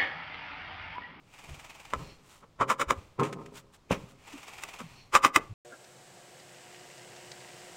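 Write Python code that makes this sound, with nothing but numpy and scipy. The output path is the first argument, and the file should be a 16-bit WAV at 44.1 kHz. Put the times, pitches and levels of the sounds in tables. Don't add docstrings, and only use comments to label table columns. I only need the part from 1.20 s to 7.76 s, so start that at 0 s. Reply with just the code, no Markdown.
import sys
import numpy as np
from scipy import signal
from scipy.fft import rfft, irfft
from scipy.io import wavfile

SR = 44100
rng = np.random.default_rng(int(sys.argv[2]) if len(sys.argv) > 2 else 0)


def generate_wav(sig):
    pcm = np.round(np.clip(np.atleast_2d(sig).T, -1, 1) * 32767).astype(np.int16)
    wavfile.write(sys.argv[1], SR, pcm)


N = 289458
TIME = np.arange(N) / SR
TAPS = 4096
HZ = np.fft.rfftfreq(TAPS, 1 / SR)

# t/s, blow/dB, rattle/dB, rattle peak re blow/s, rattle fall/s, powder left/0-1,
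# contact/0 side - 1 rim, tilt/dB per octave
KNOCKS = [(0.7355, -26.5, -39, .004, .014, .4, .2, -1.8), (1.2370, -64, -50, 0, .012, .5, .2, -5),
          (1.4145, -33, -21.5, .003, .018, 1, 0, -3.4), (1.5055, -27, -23, -.001, .023, .9, .1, .6),
          (1.6160, -24.5, -23, -.005, .018, 0, .1, .3), (1.7070, -19.5, -26, -.002, .02, 0, .1, .3),
          (3.4360, -36.5, -44, -.004, .01, .3, 1, 4), (3.6030, -44, -42, .007, .012, .6, .4, .2),
          (3.9515, -17, -17.5, .002, .02, 1, .55, .5), (4.0478, -15.5, -20.5, .001, .023, .5, .85, .1),
          (4.1605, -14, -24, .001, .016, .1, 1, .8)]
# start/s, end/s
PAUSE_S = (4.340, 4.449)


def amp(db):
    return 10 ** (np.asarray(db) / 20)


def evened(x):
    return x / np.sqrt(np.mean(x ** 2) + 1e-20)


def read(points, hz=HZ):
    f, value = np.transpose(points)
    return np.interp(np.log(hz + 1), np.log(f + 1), value)


def add(mix, s, sound):
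    start = round(s * SR)
    sound = sound[max(-start, 0):]
    part = mix[max(start, 0):][:len(sound)]
    part += sound[:len(part)]


def resonances(modes):
    power = sum(amp(db) ** 2 / (1 + ((HZ - hz) / width) ** 2 * 2) ** 2 for hz, width, db in modes)
    return np.sqrt(power) + amp(-75)


def colour(x, gain):
    cepstrum = irfft(np.log(np.maximum(gain / gain.max(), amp(-100))))
    cepstrum[1:TAPS // 2] *= 2
    cepstrum[TAPS // 2 + 1:] = 0
    ring = irfft(np.exp(rfft(cepstrum)))
    return signal.oaconvolve(x, ring / np.linalg.norm(ring))[:len(x)]


def blow(db, spread_s, soft_hz=7000):
    phase = np.pi * spread_s * HZ ** 2 / HZ[-1]
    click = irfft(np.exp(-1j * phase) / np.hypot(1, HZ / soft_hz))[:TAPS // 2]
    return amp(db) * np.sqrt(SR / 100) * click


def swell(t, rise, fall):
    return np.exp(np.minimum(t / rise, -t / fall).clip(-60))


def grains(size, per_s, spread_db):
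    sizes = amp(spread_db * np.minimum(rng.exponential(1, size), 4))
    hits = rng.random(size) < per_s / SR
    return evened(sizes * rng.standard_normal(size) * hits)


def bursts(rows, rise):
    power, t = np.zeros(N), np.arange(-SR // 4, SR) / SR
    for s, db, fall in rows:
        add(power, s + t[0], (amp(db) * swell(t, rise, fall)) ** 2)
    return np.sqrt(power)


def held(start, end, rise, fall):
    return swell(TIME - np.clip(TIME, start, end), rise, fall)


def settling():
    # t/s, level/dB
    settles = [(.31, -53), (.80, -48), (1.78, -54), (2.22, -59), (2.80, -53), (3.72, -56), (4.23, -54)]
    rise_s, fall_s = .05, .105
    return bursts([(s, db, fall_s) for s, db in settles], rise_s)


def air():
    # f/Hz, level/dB
    air_spectrum = [(25, 3), (60, 0), (135, 2), (220, -6), (500, -8.5), (750, -12), (1150, -12),
                    (1600, -19), (2500, -21), (4200, -23), (7800, -28), (10500, -37), (15500, -40)]
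    still_db = -62.5
    level = np.hypot(amp(still_db), settling())
    return level * colour(rng.standard_normal(N), amp(read(air_spectrum)))


def spurts(first, last, db):
    shake_s, fall_s = .0513, .016
    arch_db, scatter_db = 7, 1
    times = np.arange(first, last + shake_s / 2, shake_s)
    arch = np.sin(np.pi * np.linspace(.1, .75, num=len(times)))
    uneven = rng.standard_normal(size=32)
    return [(s, db + arch_db * (a - 1) + scatter_db * u, fall_s)
            for s, a, u in zip(times, arch, uneven)]


def powder():
    # first shake/s, last shake/s, sift/dB, spurt/dB
    pours = [(.14, .70, -57.5, -46.5), (3.078, 3.595, -52.8, -43.8)]
    # f/Hz, level/dB
    landing_spectrum = [(150, -14), (330, -8), (560, -6), (790, 0), (1170, -1.5), (1600, -8), (2450, .5),
                        (4100, -12.5), (7700, -12), (9000, -17), (10500, -23), (15500, -25)]
    # f/Hz, width/Hz, level/dB
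    slide_modes = [(4250, 300, 0), (5500, 900, -10), (2800, 900, -7)]
    sift_rise_s, sift_fall_s, spurt_rise_s = .055, .16, .0055
    slide_after_s, slide_db, slide_rise_s, slide_fall_s = .21, -58, .09, .04
    settle_powder_db = -5
    flow = amp(settle_powder_db) * settling()
    for first, last, sift_db, spurt_db in pours:
        sift = amp(sift_db) * held(first, last, sift_rise_s, sift_fall_s)
        shaken = bursts(spurts(first, last, spurt_db), spurt_rise_s)
        flow = np.hypot(flow, np.hypot(sift, shaken))
    landing = colour(flow * grains(N, per_s=14000, spread_db=1.4), amp(read(landing_spectrum)))
    slide_rows = [(last + slide_after_s, slide_db, slide_fall_s) for _, last, _, _ in pours]
    slides = bursts(slide_rows, slide_rise_s)
    return landing + colour(slides * rng.standard_normal(N), resonances(slide_modes))


def room(x):
    # f/Hz, t60/s
    decay = [(120, .55), (400, .5), (1200, .28), (2200, .2), (4000, .19), (12000, .14)]
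    t = np.arange(SR) / SR
    taps = rng.standard_normal(SR) * (rng.random(SR) < 3000 / SR) * (t > .005)
    hz, frame_s, z = signal.stft(taps, SR, nperseg=256)
    fading = amp(-60 * frame_s / read(decay, hz)[:, None])
    dulling = np.hypot(1, hz / 2200)[:, None]
    tail = signal.istft(z * fading / dulling, SR, nperseg=256)[1]
    return signal.oaconvolve(x, tail / np.linalg.norm(tail))[:N]


def thumps(sag=.15, ragged=.3, ragged_hz=45):
    # t/s, level/dB, f/Hz, length/s
    soft_blows = [(.27, -45, 140, .08), (.29, -40, 72, .055), (.755, -36, 70, .04), (.785, -42, 170, .06),
                  (1.665, -35, 60, .04), (1.76, -38, 80, .05), (2.70, -40, 58, .05),
                  (2.703, -28.5, 180, .035), (2.825, -42, 165, .025), (3.13, -41, 280, .045),
                  (3.602, -38, 230, .025), (3.625, -43, 165, .055), (4.29, -38, 105, .05)]
    out = np.zeros(N)
    for s, db, hz, length in soft_blows:
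        t = np.arange(0, length, 1 / SR)
        cycles = hz * t * (1 + sag * (1 - t / length) / 2)
        add(out, s, amp(db) * np.sin(np.pi * t / length) * np.sin(2 * np.pi * cycles))
    return out * (1 + ragged * colour(rng.standard_normal(N), resonances([(ragged_hz, ragged_hz, 0)])))


def scoop(spread_s=.004, roundness=1.7):
    # f/Hz, width/Hz, side-struck level/dB, rim-struck level/dB
    scoop_modes = [(275, 150, -15, -20), (540, 130, -7, -17), (870, 100, -17, -8.5), (1040, 110, -1.5, -11),
                   (1155, 115, -6, 1), (1280, 130, -.5, -11), (1500, 160, -20, -13), (1720, 180, -13, -18),
                   (2020, 150, -16, -6.5), (2290, 170, -13, -19), (2560, 200, -23, -10),
                   (3000, 260, -19, -17), (3650, 450, -23.5, -20.5), (5000, 350, -28, -22),
                   (5750, 500, -29, -23), (7100, 900, -26, -24), (8700, 1200, -32.5, -27.5),
                   (14000, 5000, -43, -37)]
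    rattle_rise_s = .014
    crack_db, crack_s = 6, .002
    gap_s, gap_ratio, loss_db = .0075, .8, 4
    empty_rebound_db, loaded_rebound_db = -18, -3
    load_damping = .5
    out, t = np.zeros(N), np.arange(-SR // 10, SR // 8) / SR
    for s, blow_db, rattle_db, lag, fall, load, rim, tilt_db in KNOCKS:
        rattle_swell = np.exp(-np.maximum((lag - t) / rattle_rise_s, (t - lag) / fall) ** roundness)
        crack = amp(blow_db + crack_db) * swell(t - crack_s, crack_s / 2, crack_s)
        level = np.hypot(amp(rattle_db) * rattle_swell, crack)
        force = level * grains(len(t), per_s=9000, spread_db=1.1)
        add(force, -t[0], blow(blow_db, spread_s, soft_hz=10000))
        rebound_db = empty_rebound_db + load * (loaded_rebound_db - empty_rebound_db)
        delays = np.cumsum(gap_s * gap_ratio ** np.arange(3))
        for k, delay in enumerate(delays):
            add(force, delay - t[0], blow(blow_db + rebound_db - k * loss_db, spread_s, soft_hz=4000))
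        body = resonances([(hz, width * (1 + load_damping * load), side + rim * (edge - side))
                           for hz, width, side, edge in scoop_modes])
        tilt = amp(tilt_db * np.log2(HZ / 1200 + .2))
        add(out, s + t[0], colour(force, body * tilt))
    return out


def drum(knocks, rock_hz=900):
    # t/s, blow/dB, judder/dB
    bumps = [(0.7480, -47, -45), (0.7970, -50, -43), (1.4150, -38, -33), (1.9975, -24, -20),
             (2.1900, -45, -41), (2.7200, -40, -34)]
    # t/s, level/dB, fall/s
    clink_rows = [(1.9970, -38, .011), (2.0340, -38, .03), (2.1280, -39, .008), (2.2610, -47, .006)]
    # f/Hz, width/Hz, level/dB
    drum_modes = [(137, 18, 4), (185, 40, -1.5), (247, 24, 0), (314, 26, -1), (410, 28, 4), (480, 45, -6),
                  (549, 22, 0), (678, 50, -12), (781, 50, -11), (920, 70, -8), (1046, 60, -3.5),
                  (1265, 80, -5), (1900, 800, -26)]
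    # f/Hz, level/dB
    clink_spectrum = [(500, -20), (1300, -2), (2500, 0), (4500, -12), (7000, -11), (9000, -15),
                      (10500, -25), (15500, -29)]
    judder_fall_s, rock_fall_s = .032, .13
    rock_db = -13
    clink_boom_db = 2
    clinks = bursts(clink_rows, rise=.0015)
    judder = bursts([(s, db, judder_fall_s) for s, _, db in bumps], rise=.005)
    force = np.hypot(judder, amp(clink_boom_db) * clinks) * grains(N, per_s=1500, spread_db=1.2)
    for s, db, _ in bumps:
        add(force, s, blow(db, spread_s=.003))
    rocking = bursts([(s, db + rock_db, rock_fall_s) for s, _, db in bumps], rise=.005)
    rocking = rocking * grains(N, per_s=600, spread_db=1.2)
    body = resonances(drum_modes)
    boom = colour(force + amp(-33) * knocks, body)
    dull = colour(rocking, body / (1 + (HZ / rock_hz) ** 2))
    return boom + dull + colour(clinks * grains(N, per_s=9000, spread_db=1.5), amp(read(clink_spectrum)))


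def jolts():
    # f/Hz, width/Hz, level/dB
    tub_modes = [(250, 130, 0), (400, 200, -1), (650, 200, -6)]
    after_s, jolt_db, fall_s = .008, -13, .014
    push = bursts([(s + after_s, db + jolt_db, fall_s) for s, db, *_ in KNOCKS], rise=.002)
    return colour(push * grains(N, per_s=2500, spread_db=1.1), resonances(tub_modes))


def sleeve():
    # t/s, level/dB, sigma/s
    swishes = [(1.125, -57, .052), (2.372, -49, .021), (2.548, -57, .012), (2.905, -59, .015)]
    # f/Hz, level/dB
    cloth_spectrum = [(400, -14), (800, -5), (1180, 0), (1630, -6), (2900, -5), (5000, -11), (8000, -8),
                      (10500, -18), (15500, -21)]
    speed = sum(amp(db) * np.exp(-((TIME - s) / sigma) ** 2 / 2) for s, db, sigma in swishes)
    return colour(speed * grains(N, per_s=9000, spread_db=2.2), amp(read(cloth_spectrum)))


def refill():
    # t/s, blow/dB, crunch/dB, rise/s, fall/s
    thrust = (2.7093, -21, -24.5, .006, .02)
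    # f/Hz, width/Hz, level/dB
    box_modes = [(175, 55, 4), (270, 70, -3), (530, 130, 1), (900, 400, -10)]
    # f/Hz, level/dB
    crunch_spectrum = [(60, -14), (150, 0), (350, -7), (520, -4), (800, -13), (1100, -11), (1450, -16),
                       (2500, -11), (3300, -18), (4500, -29), (5700, -24), (9000, -33), (10500, -38),
                       (15500, -41)]
    s, blow_db, crunch_db, rise, fall = thrust
    force = np.zeros(N)
    add(force, s, blow(blow_db, spread_s=.003))
    crunch = bursts([(s + .007, crunch_db, fall)], rise) * grains(N, per_s=10000, spread_db=1.5)
    return colour(force, resonances(box_modes)) + colour(crunch, amp(read(crunch_spectrum)))


def hum():
    # f/Hz, level/dB
    hiss_spectrum = [(25, -17), (75, -15), (130, -1), (180, -1), (240, -8), (330, -4), (700, -2),
                     (1100, -8.5), (2000, -8.5), (4000, -12.5), (5800, -13.5), (7800, -10.5), (9000, -16),
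                     (10500, -24), (15800, -27)]
    # f/Hz, width/Hz, boost/dB
    hiss_peaks = [(130, 25, 5), (515, 45, 5), (600, 25, 2), (725, 60, 6), (955, 30, 4), (1615, 45, 6),
                  (2990, 60, 4), (8000, 1200, 2)]
    # f/Hz, mean rms at the end/dB, rms added by the buzz/dB
    harmonics = [(120, -71, -72), (360, -59.5, -60), (480, -72, -57), (600, -74, -57), (720, -72, -61)]
    hiss_db, growth_db_per_s = -55.7, 2.6
    hum_growth = 1.8
    buzz_end_s, buzz_fade_s = 4.535, .03
    boosts_db = sum(db / (1 + (2 * (HZ - hz) / width) ** 2) for hz, width, db in hiss_peaks)
    loud = amp(hiss_db + growth_db_per_s * (TIME - PAUSE_S[1]))
    out = loud * colour(rng.standard_normal(N), amp(read(hiss_spectrum) + boosts_db))
    buzz = np.clip((buzz_end_s - TIME) / buzz_fade_s, 0, 1)
    for hz, db, buzz_db in harmonics:
        waver = np.interp(TIME, np.linspace(0, TIME[-1], num=50), rng.standard_normal(size=50))
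        steady = amp(db) * (loud / loud.max()) ** hum_growth * (1 + .25 * waver)
        rms = steady + amp(buzz_db) * buzz
        out += np.sqrt(2) * rms * np.sin(2 * np.pi * (hz * TIME + rng.random()))
    return out


def tap():
    # t/s, level/dB, rise/s, fall/s
    press = (4.535, -42, .012, .009)
    # f/Hz, width/Hz, level/dB
    button_modes = [(318, 60, 0), (614, 90, -1), (1390, 90, -2), (1590, 70, 0)]
    # t/s, level/dB
    tick_rows = [(4.645, -53), (5.2, -51), (5.78, -53), (5.965, -49), (6.118, -42.5), (6.205, -53)]
    # f/Hz, width/Hz, level/dB
    cup_modes = [(1950, 350, 0), (2800, 600, -2), (5000, 1500, -9)]
    tick_fall_s = .005
    full_flow_s, flow_rise_s, flow_db = 5.35, .2, -58.5
    s, db, rise, fall = press
    squeeze = bursts([(s, db, fall)], rise) * grains(N, per_s=2500, spread_db=1.2)
    squelch = colour(squeeze, resonances(button_modes))
    flow = amp(flow_db) * held(full_flow_s, TIME[-1], flow_rise_s, flow_rise_s)
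    trickle = colour(flow * grains(N, per_s=1200, spread_db=2.8), resonances(cup_modes))
    slips = bursts([(at, tick_db, tick_fall_s) for at, tick_db in tick_rows], rise=.002)
    tick_body = resonances([(2000, 1500, -4), (4800, 2400, 0)])
    ticks = colour(slips * rng.standard_normal(N), tick_body)
    return squelch + trickle + ticks


def scene():
    knocks = scoop()
    near = knocks + drum(knocks) + jolts() + refill() + thumps() + powder() + sleeve()
    washer = near + amp(-27) * room(near) + air()
    detergent = hum() + tap()
    return (washer * (TIME < PAUSE_S[0]) + detergent * (TIME > PAUSE_S[1]))[None]


def record(dry, ceiling=.8):
    edge_hz = 15900
    clipped = ceiling * np.tanh(dry / ceiling)
    low_pass = signal.firwin(511, edge_hz, window=("kaiser", 9), fs=SR)
    return signal.oaconvolve(clipped, low_pass[None], "same")


dry = scene()
out = record(dry)
generate_wav(out)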